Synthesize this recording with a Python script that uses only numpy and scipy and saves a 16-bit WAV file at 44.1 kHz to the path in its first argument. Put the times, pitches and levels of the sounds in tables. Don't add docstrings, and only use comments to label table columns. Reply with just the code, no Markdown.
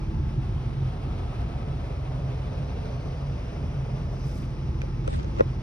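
import sys
import numpy as np
from scipy import signal
from scipy.fft import rfft, irfft, next_fast_len
from scipy.io import wavfile
from scipy.ndimage import uniform_filter1d

SR = 44100
rng = np.random.default_rng(int(sys.argv[2]) if len(sys.argv) > 2 else 0)


def transcribe(signal):
    frames = np.atleast_2d(signal).T
    limited = np.clip(frames, -1, 1)
    pcm = np.round(limited * 32767).astype(np.int16)
    wavfile.write(sys.argv[1], SR, pcm)


N = 247911
TIME = np.arange(N) / SR
SIZE = next_fast_len(N, True)
BINS = np.fft.rfftfreq(SIZE, 1 / SR)


# t/s, f/Hz
FIRING_RATE = [(0, 43.76), (1, 43.75), (1.6, 43.6), (5.62, 43.6)]
# f/Hz, level/dB
CAB_EQ = [(12, -40.5), (26, -27.5), (34, -16.5), (48, -10), (58, 2), (68, 2), (80, 2), (100, -3),
          (113, 0.5), (123, -0.5), (131, 6), (146, 0.5), (185, -12.5), (240, -19.5), (400, -31.5)]
# t/s, level/dB
SHUDDER_RIDE = [(0, -38), (.24, -27), (.33, -38), (.5, -28.5), (.7, -37), (.85, -29.5), (.98, -37.5),
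                (1.18, -29), (1.31, -36), (1.43, -28), (1.58, -34.5), (2, -33.5), (2.13, -37), (2.67, -32),
                (3, -37), (3.35, -34), (3.55, -39), (3.66, -31), (3.9, -40), (4.02, -32.5), (4.55, -36),
                (4.67, -28.5), (5.03, -38.5), (5.17, -28), (5.62, -37)]
# t/s, level/dB
HUM_RIDE = [(0, -53), (.12, -28.5), (.3, -32), (.4, -26.5), (.52, -37.5), (.65, -26), (.87, -29),
            (1.0, -38), (1.16, -38), (1.23, -31.5), (1.33, -39.5), (1.7, -37), (2, -41.5), (2.13, -32),
            (2.5, -35), (3, -37.5), (3.3, -35.5), (3.56, -48), (3.67, -29), (3.87, -33), (4.13, -39.5),
            (4.26, -32), (4.5, -35), (5.04, -30), (5.14, -41.5), (5.33, -36.5), (5.47, -34), (5.62, -36.5)]

def engine(shudder_top_hz=105, hum_band_hz=(114.2, 154.3), surge_db=1.4):
    firings = np.cumsum(curve(FIRING_RATE)) / SR
    note = gain_of(2) * harmonic(firings, 1) + gain_of(-13) * harmonic(firings, 2)
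    note *= turned(-34.5, -42)
    fan = cooling_fan()
    cab = gain_of(read(CAB_EQ, BINS))
    low, high = hum_band_hz
    shudder = steady_noise(cab * band(15, shudder_top_hz), span=4400) * gain_of(curve(SHUDDER_RIDE))
    clean_hum = gain_of(-3.5) * harmonic(firings, 3, waver_db=0.3, wander_cycles=0.026)
    rough_hum = gain_of(-3) * steady_noise(cab * band(low, high), span=4400)
    hum = (clean_hum + rough_hum) * gain_of(curve(HUM_RIDE))
    boom = steady_noise(cab * (band(shudder_top_hz, low) + band(high, 410)), span=4400)
    boom *= turned(-34.5, -36.5) * gain_of(surge_db * drift(5))
    return note + fan + shudder + hum + boom


def harmonic(firings, order, waver_db=0.9, wander_cycles=0.011):
    waver = gain_of(waver_db * order * drift(3.9))
    wander = wander_cycles * order * drift(4.54)
    return np.sqrt(2) * waver * np.cos(2 * np.pi * order * (firings + wander))


def cooling_fan(hz=59.5, db=-43.5):
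    return np.sqrt(2) * gain_of(db) * np.sin(2 * np.pi * (hz * TIME + 0.24 * drift(0.88)))


# f/Hz, width/Hz, relative level/dB
PANEL_MODES = [(215.4, 38, -12), (333, 86, -11), (863, 115, -22.5)]

def panels():
    return resonances(PANEL_MODES) * turned(-32, -45)


# f/Hz, level/dB
VENT_EQ = [(230, 3), (275, -3), (335, -7), (400, -2), (500, -3.5), (730, -8.5), (880, -13.5), (1020, -15.5),
           (1260, -18.5), (1520, -22.5), (1850, -24.5), (2450, -21.5), (3100, -27), (3700, -28.5),
           (4400, -32), (5100, -33), (5900, -36.5)]
# f/Hz, level/dB
VENT_TOP_EQ = [(6500, -40), (7500, -44), (8400, -44.5), (9400, -44.5), (10500, -50), (12300, -54),
               (12900, -72)]
# nearest t/s, half-length/s, stream gain/dB, slat gain/dB
VENT_PASSES = [(1.237, 1, 1.5, -4), (2.895, 0.66, 1, 3.5), (4.247, 0.12, -0.5, 7)]

def vents(slat_hz=5410, slat_width_hz=1350, flutter_db=0.6, eddy_db=0.52):
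    colour = gain_of(read(VENT_EQ + VENT_TOP_EQ, BINS))
    slat_colour = 1 / np.sqrt(1 + (2 * (BINS - slat_hz) / slat_width_hz) ** 6)
    stream = gain_of(sum(db * nearness(s, half) for s, half, db, _ in VENT_PASSES))
    slats = gain_of(sum(db * nearness(s, half) for s, half, _, db in VENT_PASSES))
    layers = [(colour * band(215, 450), turned(-50, -44.5)),
              (colour * band(450, 950), turned(-55.5, -46.5) * stream),
              (colour * band(950, 12600), turned(-54.5, -53) * stream),
              (slat_colour, turned(-66.5, -69) * slats)]
    heading = np.pi / 2 * curve(MIC_TURN)
    ahead, aside = reflections(), reflections()
    flutter = flutter_db * drift(28)
    out = 0
    for eq, level in layers:
        air = np.cos(heading) * steady_noise(eq * ahead) + np.sin(heading) * steady_noise(eq * aside)
        eddies = eddy_db * drift(11)
        out += air * level * gain_of(flutter + eddies)
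    return out


def reflections(strength=0.07, count=8):
    delays_s = rng.uniform(0.002, 0.016, (count, 1))
    return abs(1 + strength * np.exp(-2j * np.pi * BINS * delays_s).sum(0))


def windscreen_notch(air, at_s=3.7, half_s=0.3, hz=4100, width_hz=960, depth=0.3):
    lost = filtered(air, np.exp(-(2 * (BINS - hz) / width_hz) ** 2))
    return air - depth * np.exp(-((TIME - at_s) / half_s) ** 2) * lost


# t/s, level/dB, treble tilt/(dB per octave)
KNOCK_HITS = [(4.838, -25.5, -7), (5.082, -18, -4), (5.144, -43, 0), (5.249, -30, -1), (5.3989, -13.5, 0),
              (5.4089, -3.5, -0.5)]
# f/Hz, relative level/dB, t60/s, right port's lead/rad
CASE_MODES = [(219, -24.5, 0.072, 1.2), (333, -18.5, 0.052, 1.3), (449, -14, 0.028, 1.3),
              (509, -1.5, 0.027, 3), (550, -17.5, .09, 2.27), (820, -19, 0.022, 3.5), (1047, -30, 0.1, 1.7),
              (1240, -17, 0.022, 3.07), (1420, -21, 0.03, 3.3), (1730, -29, 0.026, 2.5),
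              (1946, -28.5, 0.031, 1.25)]

def knocks(rise_s=0.0019, tilt_above_hz=520):
    out = np.zeros((2, N))
    t = np.arange(-800, 3200) / SR
    for s, db, tilt in KNOCK_HITS:
        slot = out[:, round((s + t[0]) * SR):][:, :len(t)]
        for hz, mode_db, t60, lead in CASE_MODES:
            envelope = np.exp(np.minimum(t / rise_s, -np.log(1000) * t / t60))
            ring = envelope * np.sin(2 * np.pi * hz * t + np.array([[0], [lead]]))
            tilt_db = tilt * max(np.log2(hz / tilt_above_hz), 0)
            slot += gain_of(db + mode_db + tilt_db) * ring[:, :slot.shape[1]]
    return out


# t/s, level/dB, tilt/(dB per octave), ring decay/s,
# low ring f/Hz, level/dB, high ring f/Hz, level/dB
NAIL_HITS = [(4.818, -24.5, -0.7, .0018, 1650, -31, 2400, -31),
             (5.0776, -27, 3, .0012, 2500, -32, 8300, -38),
             (5.0786, -31, -2.5, .002, 1360, -25.5, 3200, -40),
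             (5.1385, -37, 0, .002, 1750, -38, 8350, -46), (5.232, -37, 1, .001, 3300, -47, 5600, -50),
             (5.2455, -34, -1, .002, 1100, -42, 1910, -45), (5.372, -42, -5, .003, 1150, -36, 2500, -48),
             (5.396, -29, -4, .0018, 1510, -32, 2600, -33),
             (5.4058, -29, -5.5, .0025, 1290, -31, 2510, -28.5),
             (5.4076, -18, -3.8, .0024, 1950, -28, 3550, -35)]
# f/Hz, level/dB
NAIL_EQ = [(500, 11), (1500, 1), (1950, -3), (2400, -8), (2900, -8), (3500, 1), (5000, -0.5), (6300, 2),
           (7200, -15.5), (9000, -17), (12000, -25), (15000, -47)]

def nail_ticks(grit_rise_s=0.0004, grit_decay_s=0.0008, snap=0.4, ring_rise_s=0.0006, lead_rad=2.5):
    out = np.zeros((2, N))
    for s, db, tilt, decay_s, low_hz, low_db, high_hz, high_db in NAIL_HITS:
        t = TIME - s
        colour = gain_of(read(NAIL_EQ, BINS) + tilt * np.log2(BINS / 2500 + 0.085))
        grit = rng.standard_normal((2, N)) + rng.standard_normal(N)
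        grit *= transient(t, grit_rise_s, grit_decay_s)
        grit /= np.linalg.norm(grit, axis=1, keepdims=True)
        grit[:, round(s * SR)] += snap
        out += gain_of(db) * filtered(grit, colour / colour.mean())
        for hz, ring_db in (low_hz, low_db), (high_hz, high_db):
            ring = np.sin(2 * np.pi * hz * t + np.array([[0], [lead_rad]]))
            out += gain_of(ring_db) * ring * transient(t, ring_rise_s, decay_s)
    return out


# peak t/s, level/dB, attack/s, release/s
SLIDE_STROKES = [(5.14, -33, 0.16, 0.25), (5.385, -38, 0.077, 0.06)]
# f/Hz, level/dB
SLIDE_EQ = [(90, 2), (200, 14.5), (420, 10.5), (660, 12), (900, 6.5), (1600, -4), (2300, -6), (3100, -7.5),
            (3700, -11.5), (5000, -13.5), (7200, -20.5), (8500, -30), (10500, -35), (13000, -44)]
# f/Hz, left-right likeness (-1 or below = opposed)
SLIDE_IMAGE = [(200, -0.48), (900, -1.19), (2000, -0.46), (5000, -0.24)]

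def finger_slide():
    return friction(SLIDE_EQ, read(SLIDE_IMAGE, BINS), grain_db=0, grit=0.34) * strokes(SLIDE_STROKES)


# peak t/s, level/dB, attack/s, release/s, f/Hz, glide/(Hz per s), width/Hz
SKIN_SQUEAKS = [(5.125, -60, 0.075, 0.06, 8600, 0, 1500), (5.162, -60, .025, .03, 9000, -6000, 1700),
                (5.141, -50, 0.06, 0.045, 1850, -9000, 800), (5.133, -55.5, .06, .06, 3850, -4000, 900)]

def squeaks(spurt_db=3):
    out = 0
    for s, db, attack, release, hz, glide, width in SKIN_SQUEAKS:
        pitch = hz + glide * np.clip(TIME - s, -attack, release)
        out += noise_band(pitch, width, likeness=-0.1) * strokes([(s, db, attack, release)])
    return out * unit_rms(gain_of(spurt_db * drift(180)))


# peak t/s, level/dB, attack/s, release/s
SLEEVE_STROKE = [(4.37, -60.5, 0.5, 0.25)]
# f/Hz, level/dB
SLEEVE_EQ = [(3000, -28), (5000, 3), (7000, -4.5), (9800, -5), (12000, -6), (13000, -16), (15500, -24)]

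def sleeve_swish():
    return friction(SLEEVE_EQ, likeness=0.28, grain_db=-2, grit=0.1) * strokes(SLEEVE_STROKE)


def friction(eq, likeness, grain_db, grit, pressure_db=2, catches_per_s=420):
    hiss = port_noise(np.ones(len(BINS)), likeness)
    catches = rng.random(N) < catches_per_s / SR
    strength = gain_of(0.5 * np.minimum(rng.exponential(1, N), 3))
    crackle = unit_rms(signal.lfilter([1], [1, -np.exp(-1000 / SR)], catches * strength))
    grains = hiss * (1 - grit + grit * crackle)
    scrape = unit_rms(filtered(grains, gain_of(read(eq, BINS))))
    return scrape * unit_rms(gain_of(grain_db * drift(250) + pressure_db * drift(31)))


# f/Hz, width/Hz, level/dB
HOLLOW_MODES = [(729, 133, -51.5), (1290, 76, -59)]

def windscreen_hollow():
    return resonances(HOLLOW_MODES) * nearness(at_s=1.35, half_s=0.68)


# t/s, f/Hz, level/dB
HISS_PEAK = [(0, 3710, -79), (.8, 3400, -67), (1.3, 3100, -67.5), (1.9, 2900, -79), (2.4, 3900, -70),
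             (2.9, 4490, -68), (3.3, 5200, -68), (3.9, 5500, -79), (4.7, 5500, -78)]

def hiss_sweep():
    s, hz, db = np.transpose(HISS_PEAK)
    hiss = noise_band(np.interp(TIME, s, hz), width_hz=1100, likeness=0.98)
    return hiss * gain_of(np.interp(TIME, s, db))


# peak t/s, level/dB, attack/s, release/s
WHISTLE_SWELL = [(3.03, -70.5, 0.38, 0.27)]

def slat_whistle(hz=6060):
    return noise_band(np.full(N, hz), width_hz=120, likeness=0.65) * strokes(WHISTLE_SWELL)


# t/s, heading (0 = wheel, 1 = passenger side)
MIC_TURN = [(0, 0), (.7, 0.35), (1.4, 0.6), (2.2, 0.88), (2.9, 1), (3.5, 0.79), (4.2, 0.75), (4.7, 0.22),
            (5.62, 0.31)]

def turned(wheel_db, passenger_db):
    return gain_of(wheel_db + (passenger_db - wheel_db) * curve(MIC_TURN))


# f/Hz, likeness 0-1, left lead/rad, left gain/dB
NOISE_IMAGE = [(60.3, 0.98, 0, 1), (129, 1, 0.12, -2), (280, 0.94, 0.36, -3), (530, 0.94, 1.12, -2),
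               (784, 0.36, 0.92, 0), (1230, 0.14, 0.76, 4), (2010, 0.59, 0.74, 0), (2360, 1, 1.91, -0.5),
               (4200, 0.75, 1.56, 1), (5500, 0.8, 1, -1), (6550, 0.4, 2, -1.5), (6920, 1, 3.5, 3.5),
               (7830, 1, 3, 2), (8600, 0.8, 1.5, 3), (9500, 1, 0, -3), (10900, 0.6, 0.5, 4)]

def steady_noise(eq, span=9000):
    likeness, lead_rad, left_db = (read(NOISE_IMAGE, BINS, column) for column in (1, 2, 3))
    pair = port_noise(eq, likeness, lead_rad, left_db)
    power = uniform_filter1d(uniform_filter1d(pair.mean(0) ** 2, span), span)
    return pair / np.sqrt(power + 1e-12)


def port_noise(eq, likeness, lead_rad=0, left_db=0):
    shared, separate = rfft(rng.standard_normal((2, SIZE)))
    likeness = np.clip(likeness, -0.999, 0.999)
    left = shared * np.exp(1j * lead_rad) * gain_of(left_db)
    right = likeness * shared + np.sqrt(1 - likeness ** 2) * separate
    pair = irfft(np.array([left, right]) * eq, SIZE)[:, :N]
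    return pair / pair.mean(0).std()


def resonances(modes):
    return sum(gain_of(db) * steady_noise(1 / (1 + (2 * (BINS - hz) / width) ** 2))
               for hz, width, db in modes)


def noise_band(hz, width_hz, likeness):
    fuzz = signal.hilbert(port_noise(np.exp(-(BINS / width_hz) ** 2), likeness), SIZE)[:, :N]
    return (fuzz * np.exp(2j * np.pi * np.cumsum(hz - width_hz / 2) / SR)).real


def strokes(rows):
    return sum(gain_of(db) * np.interp(TIME, [s - attack, s, s + release], [0, 1, 0]) ** 2
               for s, db, attack, release in rows)


def transient(t, rise_s, decay_s):
    return np.exp(-np.maximum(-t / rise_s, t / decay_s))


def nearness(at_s, half_s):
    return 1 / (1 + ((TIME - at_s) / half_s) ** 2)


def drift(hz, size=8192):
    rate = np.fft.rfftfreq(size, TIME[-1] / size)
    slow = irfft(rfft(rng.standard_normal(size)) * np.exp(-(rate / hz) ** 2), size)
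    return unit_rms(np.interp(TIME, np.linspace(0, TIME[-1], size), slow))


def band(low_hz, high_hz):
    return 1 / np.sqrt((1 + (low_hz / (BINS + 1)) ** 20) * (1 + (BINS / high_hz) ** 20))


def filtered(x, eq):
    return irfft(rfft(x, SIZE) * eq, SIZE)[:, :N]


def read(points, hz, column=1):
    points = np.array(points)
    return np.interp(np.log(hz + 1), np.log(points[:, 0] + 1), points[:, column])


def curve(rows):
    return np.interp(TIME, *np.transpose(rows))


def gain_of(db):
    return 10 ** (np.asarray(db) / 20)


def unit_rms(x):
    return x / np.sqrt(np.mean(x ** 2) + 1e-20)


def scene():
    rubbing = sleeve_swish() + finger_slide()
    idle = engine()
    bed = windscreen_notch(vents()) + panels() + windscreen_hollow() + hiss_sweep() + slat_whistle()
    duck = gain_of(-12 * np.exp(-((TIME - 5.145) / 0.042) ** 2))
    return idle + bed * duck + rubbing + squeaks() + nail_ticks() + knocks()


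def record(dry, cutoff_hz=15100):
    low_pass = signal.firwin(511, cutoff_hz, window=("kaiser", 9), fs=SR)
    return signal.oaconvolve(dry, low_pass[None], "same")


dry = scene()
out = record(dry)
transcribe(out)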